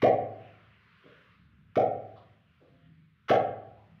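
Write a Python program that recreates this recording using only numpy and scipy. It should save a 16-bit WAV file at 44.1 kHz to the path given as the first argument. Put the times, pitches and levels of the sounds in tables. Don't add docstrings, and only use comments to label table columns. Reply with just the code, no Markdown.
import sys
import numpy as np
from scipy import signal
from scipy.fft import rfft, irfft
from scipy.io import wavfile
from scipy.ndimage import uniform_filter1d

SR = 44100
rng = np.random.default_rng(int(sys.argv[2]) if len(sys.argv) > 2 else 0)


def unload_audio(sound):
    columns = np.transpose(np.atleast_2d(sound))
    steps = np.round(np.clip(columns, -1, 1) * 32767)
    wavfile.write(sys.argv[1], SR, steps.astype(np.int16))


N = 176400
T = np.arange(N) / SR
BIN_OCTAVES = np.log2(np.maximum(np.arange(N // 2 + 1) * SR / N, 1))


def from_db(db):
    return 10 ** (np.asarray(db) / 20)


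def unit_rms(x):
    return x / np.sqrt(np.mean(x ** 2))


def shaped_noise(spectrum):
    hz, db = np.array(spectrum, float).T
    gain = from_db(np.interp(BIN_OCTAVES, np.log2(hz), db))
    return unit_rms(irfft(rfft(rng.standard_normal(N)) * gain, N))


def band_noise(hz, octaves):
    bell = np.exp(-.5 * ((BIN_OCTAVES - np.log2(hz)) / octaves) ** 2)
    return unit_rms(irfft(rfft(rng.standard_normal(N)) * bell, N))


def wander(rate_hz):
    hold = max(int(SR / rate_hz), 1)
    steps = rng.standard_normal(N)[np.arange(N) // hold]
    return unit_rms(uniform_filter1d(steps, hold))


def gate(start, end, rise_s, release_s):
    return np.clip((T - start) / rise_s, 0, 1) * np.exp(-np.maximum(T - end, 0) / release_s)


def decay(t, t60):
    return np.exp(-np.log(1000) * t / t60)


# start in seconds, level in dB re POP_DB, open pitch in Hz, opening and ring times in seconds.
SEAL_BREAKS = [(0.0292, -11.5, 821, 0.019, 0.036), (1.7673, -13, 823, .0125, 0.026),
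               (3.3030, -11.5, 839, 0.0127, 0.026)]
POP_DB, POP_ATTACK_S, RING_SHAPE = -6.5, 0.0011, 2.08
THUMP_HZ, THUMP_DECAY_S, THUMP_DB = 187, 0.0021, -4

def pops():
    out = np.zeros(N)
    for start, db, open_hz, opening_s, ring_s in SEAL_BREAKS:
        t = np.maximum(T - start, 0)
        hz = open_hz * np.sqrt(1 - np.exp(-t / opening_s))
        tone = np.sin(2 * np.pi * np.cumsum(hz) / SR) * np.exp(-(t / ring_s) ** RING_SHAPE)
        thump = from_db(THUMP_DB) * np.sin(2 * np.pi * THUMP_HZ * t) * np.exp(-t / THUMP_DECAY_S)
        attack = 1 - np.exp(-t / POP_ATTACK_S)
        out -= from_db(db + POP_DB) * (tone + thump) * attack
    return out


# start, end and rise in seconds, level in dB, whistle in Hz, relative whistle level in dB.
RIM_LEAKS = [(0.019, .029, 0.0016, -33, 1080, 3.5), (1.7554, 1.764, 0.0015, -37, 1304, -1),
             (3.2815, 3.304, 0.014, -32, 1306, -7.5)]
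# frequency in Hz, relative level in dB.
LEAK_SPECTRUM = [(300, -17), (800, -6), (1150, -2), (1500, -1), (1680, -5), (1950, -1), (2300, -6),
                 (3700, -14), (4100, -23), (6000, -25), (7300, -43), (10500, -47), (11600, -39),
                 (15500, -50)]

def leaks():
    out = np.zeros(N)
    for start, end, rise_s, db, whistle_hz, whistle_db in RIM_LEAKS:
        air = shaped_noise(LEAK_SPECTRUM) + from_db(whistle_db) * band_noise(whistle_hz, octaves=0.081)
        roughness = np.exp(.25 * wander(rate_hz=900))
        out += from_db(db) * air * roughness * gate(start, end, rise_s, release_s=0.0013)
    return out


# start and length in seconds, level in dB, centre in Hz, width in octaves.
RUSTLES = [(1.032, 0.038, -61.5, 448.6, 0.33), (1.035, 0.035, -63, 200, .55),
           (2.157, 0.011, -55.5, 1100, 0.16), (2.16, 0.014, -66.5, 3314, 0.31),
           (2.603, 0.027, -61.5, 387.6, 0.56), (2.683, .35, -78, 271, 0.2), (3.763, 0.029, -67.5, 800, .35)]

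def handling():
    out = np.zeros(N)
    for start, length, db, hz, octaves in RUSTLES:
        envelope = gate(start, start + length, rise_s=0.017, release_s=0.0076)
        out += from_db(db) * band_noise(hz, octaves) * envelope
    return out


# delay in seconds, gain.
WALL_ECHOES = [(.0027, 0.2), (.0145, 0.74), (.0185, 0.49), (.0405, 0.59), (.055, 0.25), (.060, 0.36)]
# band centre in Hz, level in dB re TAIL_DB, T60 in seconds.
TAIL_BANDS = [(62.23, -8.5, 1), (120.4, 0.5, 1.0), (248.4, -4.5, .85), (395, -4, 0.81), (454.7, 3, 0.64),
              (766, 2, 0.69), (1049, -3, 0.68), (1930, -2.5, 0.58), (4040, -4, 0.32), (12000, -7.5, 0.15)]
# frequency in Hz, level in dB, T60 in seconds.
STANDING_WAVES = [(105, -53, 1.5), (123.5, -51, .9), (254, -56, .7), (264, -57, .75), (423, -60, .65),
                  (498, -52, .6), (526, -53, .55), (594, -55, .6), (631, -49, .5), (663, -53, .5),
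                  (712, -54, .5), (748, -55, .55), (791, -51, .6)]
TAIL_DB, TAIL_BUILD_S = 3, 0.023

def room():
    t = T[:N // 2]
    centres_hz, levels_db, t60s = np.array(TAIL_BANDS, float).T
    spectrum = rfft(rng.standard_normal(N))
    out = np.zeros(len(t))
    for share, db, t60 in zip(np.eye(len(centres_hz)), levels_db, t60s):
        band = irfft(spectrum * np.interp(BIN_OCTAVES, np.log2(centres_hz), share), N)[:len(t)]
        envelope = (1 - np.exp(-t / TAIL_BUILD_S)) * decay(t, t60)
        out += from_db(db + TAIL_DB) * band * envelope / np.linalg.norm(envelope)
    for hz, db, t60 in STANDING_WAVES:
        out += from_db(db) * np.cos(2 * np.pi * hz * t) * decay(t, t60)
    out[0] += 1
    for delay_s, gain in WALL_ECHOES:
        out[int(delay_s * SR)] += gain
    return out


# frequency in Hz, relative level in dB.
HISS_SPECTRUM = [(180, -77.5), (300, -33), (396, -6), (726, -22), (1040, -4.5), (1350, -1), (2040, -2),
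                 (3070, -7.5), (3440, -10.5), (7670, -41.5), (15000, -41.5)]
# time in seconds, level in dB.
HISS_ENVELOPE = [(0, -64), (.28, -67.5), (.42, -63), (.8, -64.5), (1.1, -61.5), (1.35, -66), (1.55, -75),
                 (2.0, -70.5), (2.2, -68.5), (2.4, -72.5), (2.65, -70.5), (3.1, -76), (4, -69.5)]
HISS_FLICKER_DB = 2

def hiss():
    centres_hz = 400 * 2 ** np.arange(0, 4, .25)
    spectrum = rfft(shaped_noise(HISS_SPECTRUM))
    out = np.zeros(N)
    for share in np.eye(len(centres_hz)):
        band = irfft(spectrum * np.interp(BIN_OCTAVES, np.log2(centres_hz), share), N)
        out += band * from_db(HISS_FLICKER_DB * wander(rate_hz=10))
    return unit_rms(out) * from_db(np.interp(T, *np.array(HISS_ENVELOPE).T))


# frequency in Hz, relative level in dB.
RUMBLE_SPECTRUM = [(20, -26.5), (45, -23), (70, -1.5), (100, -1), (160, 0), (210, -5.5), (300, -21.5),
                   (500, -34), (900, -40), (3000, -80.5)]
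# time in seconds, level in dB.
RUMBLE_ENVELOPE = [(0, -67), (.95, -70.5), (1.2, -72.5), (1.55, -64), (1.7, -65.5), (2.3, -64), (2.55, -65),
                   (2.9, -60), (3.2, -67.5), (4, -64)]
RUMBLE_FLICKER_DB = 2.83

def rumble():
    db = np.interp(T, *np.array(RUMBLE_ENVELOPE).T)
    return shaped_noise(RUMBLE_SPECTRUM) * from_db(db - RUMBLE_FLICKER_DB * wander(rate_hz=3.3))


# start and length in seconds, pitch in Hz, level in dB.
DISTANT_DRONES = [(2.76, .38, 160, -56), (2.56, .4, 688, -73), (3.87, .25, 165, -57), (3.88, .22, 204, -61)]
DRONE_FLICKER_DB, DRONE_PITCH_SPREAD = 1.9, 0.00554

def drones():
    out = np.zeros(N)
    for start, length, centre_hz, db in DISTANT_DRONES:
        swell = np.sin(np.pi * np.clip((T - start) / length, 0, 1))
        flicker = from_db(DRONE_FLICKER_DB * wander(rate_hz=41))
        hz = centre_hz * (1 + DRONE_PITCH_SPREAD * wander(rate_hz=30))
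        out += from_db(db) * swell * flicker * np.sin(2 * np.pi * np.cumsum(hz) / SR)
    return out


BASS_CUT_HZ = 82.7

def scene():
    highpass = signal.butter(5, BASS_CUT_HZ, "high", fs=SR, output="sos")
    cup = signal.sosfilt(highpass, pops() + leaks() + handling())
    cup_in_room = signal.fftconvolve(room(), cup)[:N]
    return (cup_in_room + hiss() + rumble() + drones())[None]


MIC_NOISE_DB, TREBLE_CUT_HZ = -95, 15500

def record(dry):
    noisy = dry + from_db(MIC_NOISE_DB) * rng.standard_normal(N)
    lowpass = signal.ellip(8, .2, 70, TREBLE_CUT_HZ, fs=SR, output="sos")
    return signal.sosfilt(lowpass, noisy)


dry = scene()
out = record(dry)
unload_audio(out)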